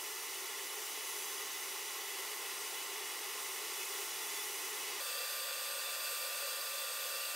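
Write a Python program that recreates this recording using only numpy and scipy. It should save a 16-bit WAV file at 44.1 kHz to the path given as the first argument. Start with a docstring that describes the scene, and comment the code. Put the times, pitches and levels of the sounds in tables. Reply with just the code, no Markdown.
"""A compressed-air blast gun sprays fine grit onto small steel parts in a closed cabinet, heard close by. The
hiss of air and grit makes the box and the steel ring, and the jet whistles when it catches an edge or a hole.
Behind it whines the dust extractor's motor. At 5 s the scene cuts to a second stretch, where everything runs
faster, so the ringing and the motor sit a fourth (about 4/3) higher in pitch."""
import sys
import numpy as np
from scipy.fft import rfft, irfft
from scipy.io import wavfile
from scipy.ndimage import uniform_filter1d

SR = 44100
rng = np.random.default_rng(int(sys.argv[2]) if len(sys.argv) > 2 else 0)


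def output_pcm(signal):
    """Save a mono or channel-first signal as 16-bit PCM at the path in sys.argv[1].

    Samples are clipped to [-1, 1] before scaling.
    """
    pcm = np.clip(np.atleast_2d(signal).T, -1, 1) * 32767
    wavfile.write(sys.argv[1], SR, np.round(pcm).astype(np.int16))


N = 324135
TIME = np.arange(N) / SR
FREQ = np.maximum(np.fft.rfftfreq(N, 1 / SR), 1)
LEFT_RIGHT = np.array([[1], [-1]])  # adds on the left, subtracts on the right
TOP_HZ = 15750


def amp(db):
    """Turn decibels into a factor to multiply by."""
    return 10 ** (np.asarray(db) / 20)


def unit(x):
    """Scale a signal to an average power of 1."""
    return x / np.sqrt(np.mean(x ** 2))


def colour(points, column=1, speed=1):
    """A gain for every frequency, drawn through (f/Hz, level/dB) points; speed shifts them up in pitch."""
    points = np.asarray(points, float)
    return amp(np.interp(np.log(FREQ), np.log(points[:, 0] * speed), points[:, column]))


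def resonance(hz, width_hz):
    """A steep filter that lets through a band around one pitch, as a ringing object does."""
    return 1 / (1 + 1j * (FREQ ** 2 - hz ** 2) / (FREQ * width_hz)) ** 2


def wander(steps_per_s):
    """A smooth random wobble with a typical size of 1."""
    hold = int(SR / steps_per_s)
    steps = np.repeat(rng.standard_normal(N // hold + 1), hold)
    return unit(uniform_filter1d(uniform_filter1d(steps, hold), hold)[:N])


def extractor(speed, shaft_db, blade_db, shaft_pan_db=0, blade_pan_db=0):
    """The motor's steady shaft tone and its fan's wavering whine; standing waves make one side louder."""
    shaft_hz, blade_count = 897.2 * speed, 7
    phase = 2 * np.pi * np.cumsum(shaft_hz * (1 + 0.000288 * wander(5))) / SR
    shaft_gain = amp(shaft_db + 0.5 * wander(14) + LEFT_RIGHT * shaft_pan_db / 2)
    blade_gain = amp(blade_db + 2.0 * wander(18) + LEFT_RIGHT * blade_pan_db / 2)
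    return np.sqrt(2) * (shaft_gain * np.sin(phase) + blade_gain * np.sin(blade_count * phase))


def wall_echoes(speed, echo_db=-7.5, treble_hz=2500):
    """A filter: crowded echoes between the sheet walls put many peaks and dips in the treble."""
    decay_s = 0.17 / speed  # time to fade by 60 dB
    tail = rng.standard_normal(N) * np.exp(-np.log(1000) * TIME / decay_s)
    echoes = rfft(tail / np.sqrt(np.sum(tail ** 2)))
    return 1 + amp(echo_db) * echoes * FREQ ** 2 / (FREQ ** 2 + treble_hz ** 2)


def ringing(part, speed):
    """A filter: swirling air drives each resonance of box and steel at its own spot, so their powers add."""
    # Resonances of the cabinet's air and walls, at speed 1:
    # f/Hz, width/Hz, level over the jet on the first part/dB, on the second/dB
    cabinet = [(388.8, 41, 11.5, 12), (424.2, 26, 14.5, 15.5), (464.4, 30, 8.5, 9.5), (530, 32, 8.5, 9.5),
               (618, 55, 4, 6.5), (667, 27, 6.5, 8), (781, 176, 6.5, 10.5), (830, 57, 10.5, 15.5),
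               (1052, 30, 11, 8), (1080, 197, 9, 18), (1220, 68, 7, 8), (1375, 126, 7.5, 12),
               (1471, 14, 6.5, 13.5), (1743, 58, 7, 6.5), (1786, 25, -3, 11), (1860, 50, 5.5, 7),
               (1923, 21, 9.5, 9), (1982, 160, 5.5, 11), (2021, 47, 12.5, 17.5), (2154, 194, 5, 10.5),
               (2416, 69, 0.5, 10.5), (2520, 47, 4, 13.5), (2595, 53, 5.5, 11.5), (2641, 115, -9, 14),
               (2690, 22, -1, 15.5), (2780, 90, 6.5, 5), (2963, 226, 8, 10), (3006, 31, 6.5, 13),
               (3120, 131, 1, 10), (3216, 57, -5, 8.5)]
    # Resonances of the steel, grate and nozzle, with the same columns
    steel = [(3350, 49, 10, 12), (3452, 71, 10, 17), (3553, 98, -12, 17), (3560, 24, 5, -12),
             (3860, 730, 6, 10), (4070, 63, 8.5, 9), (4330, 28, 9, 12), (4565, 370, 6, 5.5),
             (4660, 23, 11, 12), (4765, 40, 10.5, 7), (4820, 94, 6.5, 12), (4970, 106, 8.5, 8),
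             (5070, 84, 10.5, 6), (5300, 290, 4.5, 6), (5560, 24, -3, 12), (5796, 560, 7.5, 4),
             (5960, 64, 7, 4), (6285, 160, 5, 8), (6630, 137, 4.5, 2), (6830, 292, 0, 2), (7200, 71, 1, -2),
             (7380, 550, -1, -2.5), (8130, 135, 6.5, -6), (8400, 258, 1.5, -2), (8980, 104, -3, 4),
             (9440, 930, 4, -3), (9850, 180, 8.5, -10), (10100, 590, -3, 6.5), (11300, 142, -3, 2),
             (14700, 334, -1, -1)]
    power = sum(np.abs(amp(db[part]) * resonance(hz * speed, width_hz * speed)) ** 2
                for hz, width_hz, *db in np.vstack([cabinet, steel]))
    return np.sqrt(1 + power)


def whistles(fade_s=0.04):
    """Breathy tones: swirling air sounds in one narrow band while the jet stays on an edge or a hole."""
    # The jet catches an edge or a hole: start/s, end/s, f/Hz, width/Hz, level/dB
    catches = [(1.03, 1.66, 6260, 100, -57), (1.05, 1.23, 10500, 1100, -53), (1.09, 1.28, 13700, 450, -60),
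               (2.1, 4.99, 8210, 110, -60.5), (2.54, 2.68, 8190, 130, -58), (2.85, 3.02, 3470, 45, -61),
               (3.76, 3.90, 2570, 40, -56), (3.76, 4.44, 3452, 45, -58.5), (4.76, 4.99, 2580, 40, -56),
               (5.02, 5.42, 4710, 80, -56.5), (6.05, 6.22, 11800, 200, -56), (7.094, 7.303, 2727, 45, -55)]
    out = np.zeros(N)
    for start, end, hz, width_hz, db in catches:
        tone = irfft(rfft(rng.standard_normal(N)) * resonance(hz, width_hz), N)
        fade = np.clip(np.minimum(TIME - start, end - TIME) / fade_s + 0.5, 0, 1)
        out += unit(tone) * amp(db) * fade
    return out


def aim(rise_s=0.044, fall_s=0.2):
    """Extra hiss in dB: it comes quickly as the jet finds the steel and goes slowly as it slides off."""
    # The spray meets the steel squarely: start/s, end/s, extra level/dB
    passes = [(0.0, 0.25, 0.5), (0.70, 0.79, 0.9), (1.03, 1.70, 0.8), (3.35, 4.85, 0.95), (3.72, 4.55, 0.7),
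              (6.02, 6.22, 0.9), (6.33, 6.92, 0.3)]
    return sum(db * np.clip(np.minimum((TIME - start) / rise_s, 1 - (TIME - end) / fall_s), 0, 1)
               for start, end, db in passes)


def air_and_grit(grains_per_s=16000, grit_db=-7, spread_db=1.5):
    """The spectrum of rushing air plus a dense rain of grit hits of uneven strength."""
    air = rng.standard_normal(N)
    hits = rng.random(N) < grains_per_s / SR
    grit = unit(hits * rng.standard_normal(N) * amp(spread_db * rng.standard_normal(N)))
    return rfft(air + amp(grit_db) * grit)


def blast_gun(part, start_s, speed, roar_db, rise_db_per_s, spray_db, split_hz=5500):
    """The jet on one stretch (0 or 1) rings the box and the steel; its spray flutters as the feed varies."""
    # The jet's tone colour: f/Hz at speed 1, relative level on the first part/dB, on the second/dB
    jet = [(40, -43.7, -36), (80, -36.5, -35.5), (149, -23, -21), (250, -11.5, -10), (339, 0.45, 0.3),
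           (617, -7.5, -7), (1030, -3, -10.5), (1610, -3, -2), (2580, 1.04, -5), (4280, -6.5, -8),
           (6960, -2.0, -1.5), (10000, -3, -2), (12500, -1, -2.5), (15600, -4, -3.2)]
    # Scattered sound, which differs between left and right:
    # f/Hz at speed 1, level relative to the common sound on the first part/dB, on the second/dB
    scatter = [(60, -10.6, -11.1), (150, -36.2, -39.5), (300, -30, -33), (400, -41, -51),
               (700, -15.2, -16.5), (1050, -26, -42), (1550, -24, -31), (2100, -13.5, -15.5),
               (2600, -22, -23), (3000, -23, -11.5), (3400, -16, -29), (4260, -22, -18.5),
               (5800, -13.5, -12.5), (9000, -11.5, -11.5), (15000, -11, -6)]
    common = wall_echoes(speed) * air_and_grit()  # standing waves, alike on both sides
    scattered = colour(scatter, part + 1, speed) * wall_echoes(speed) * air_and_grit()
    shape = colour(jet, part + 1, speed) * ringing(part, speed) * (FREQ < TOP_HZ)
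    spectrum = shape * (common + LEFT_RIGHT * scattered)
    # The low roar drifts and surges slightly; the high spray follows the aim.
    low_share = 1 / (1 + (FREQ / split_hz) ** 24)
    roar = unit(irfft(spectrum * low_share, N))
    spray = unit(irfft(spectrum * (1 - low_share), N))
    roar_gain = amp(roar_db + rise_db_per_s * (TIME - start_s) + 0.24 * wander(12))
    spray_gain = amp(spray_db + aim() + 0.3 * wander(22.06))
    return roar * roar_gain + spray * spray_gain


def scene(cut_s=5.001, crossfade_s=0.012, faster=1.3243):
    """Two stretches of blasting, the second running faster, joined by a very quick crossfade."""
    first = blast_gun(part=0, start_s=0, speed=1, roar_db=-46, rise_db_per_s=0.34, spray_db=-46)
    first += extractor(speed=1, shaft_db=-62.5, blade_db=-64, shaft_pan_db=4.6)
    second = blast_gun(part=1, start_s=cut_s, speed=faster, roar_db=-43, rise_db_per_s=-0.03, spray_db=-44)
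    second += extractor(speed=faster, shaft_db=-54, blade_db=-55, blade_pan_db=5)
    progress = np.clip((TIME - cut_s) / crossfade_s + 0.5, 0, 1)
    angle = np.pi / 2 * np.sin(np.pi / 2 * progress) ** 2
    return first * np.cos(angle) + second * np.sin(angle) + whistles()


def record(dry):
    """The right side sounds a little brighter, and the highest treble is cut off steeply."""
    # Balance between the two sides: f/Hz, left minus right level/dB
    balance = [(400, 0), (700, .8), (1300, 0), (4400, 0), (8100, -.6), (14000, -2.1)]
    spectrum = rfft(dry) * colour(balance) ** (LEFT_RIGHT / 2)
    low_pass = np.clip((TOP_HZ - FREQ) / 80 + 1, 0, 1)
    return irfft(spectrum * low_pass, N)


dry = scene()
out = record(dry)
output_pcm(out)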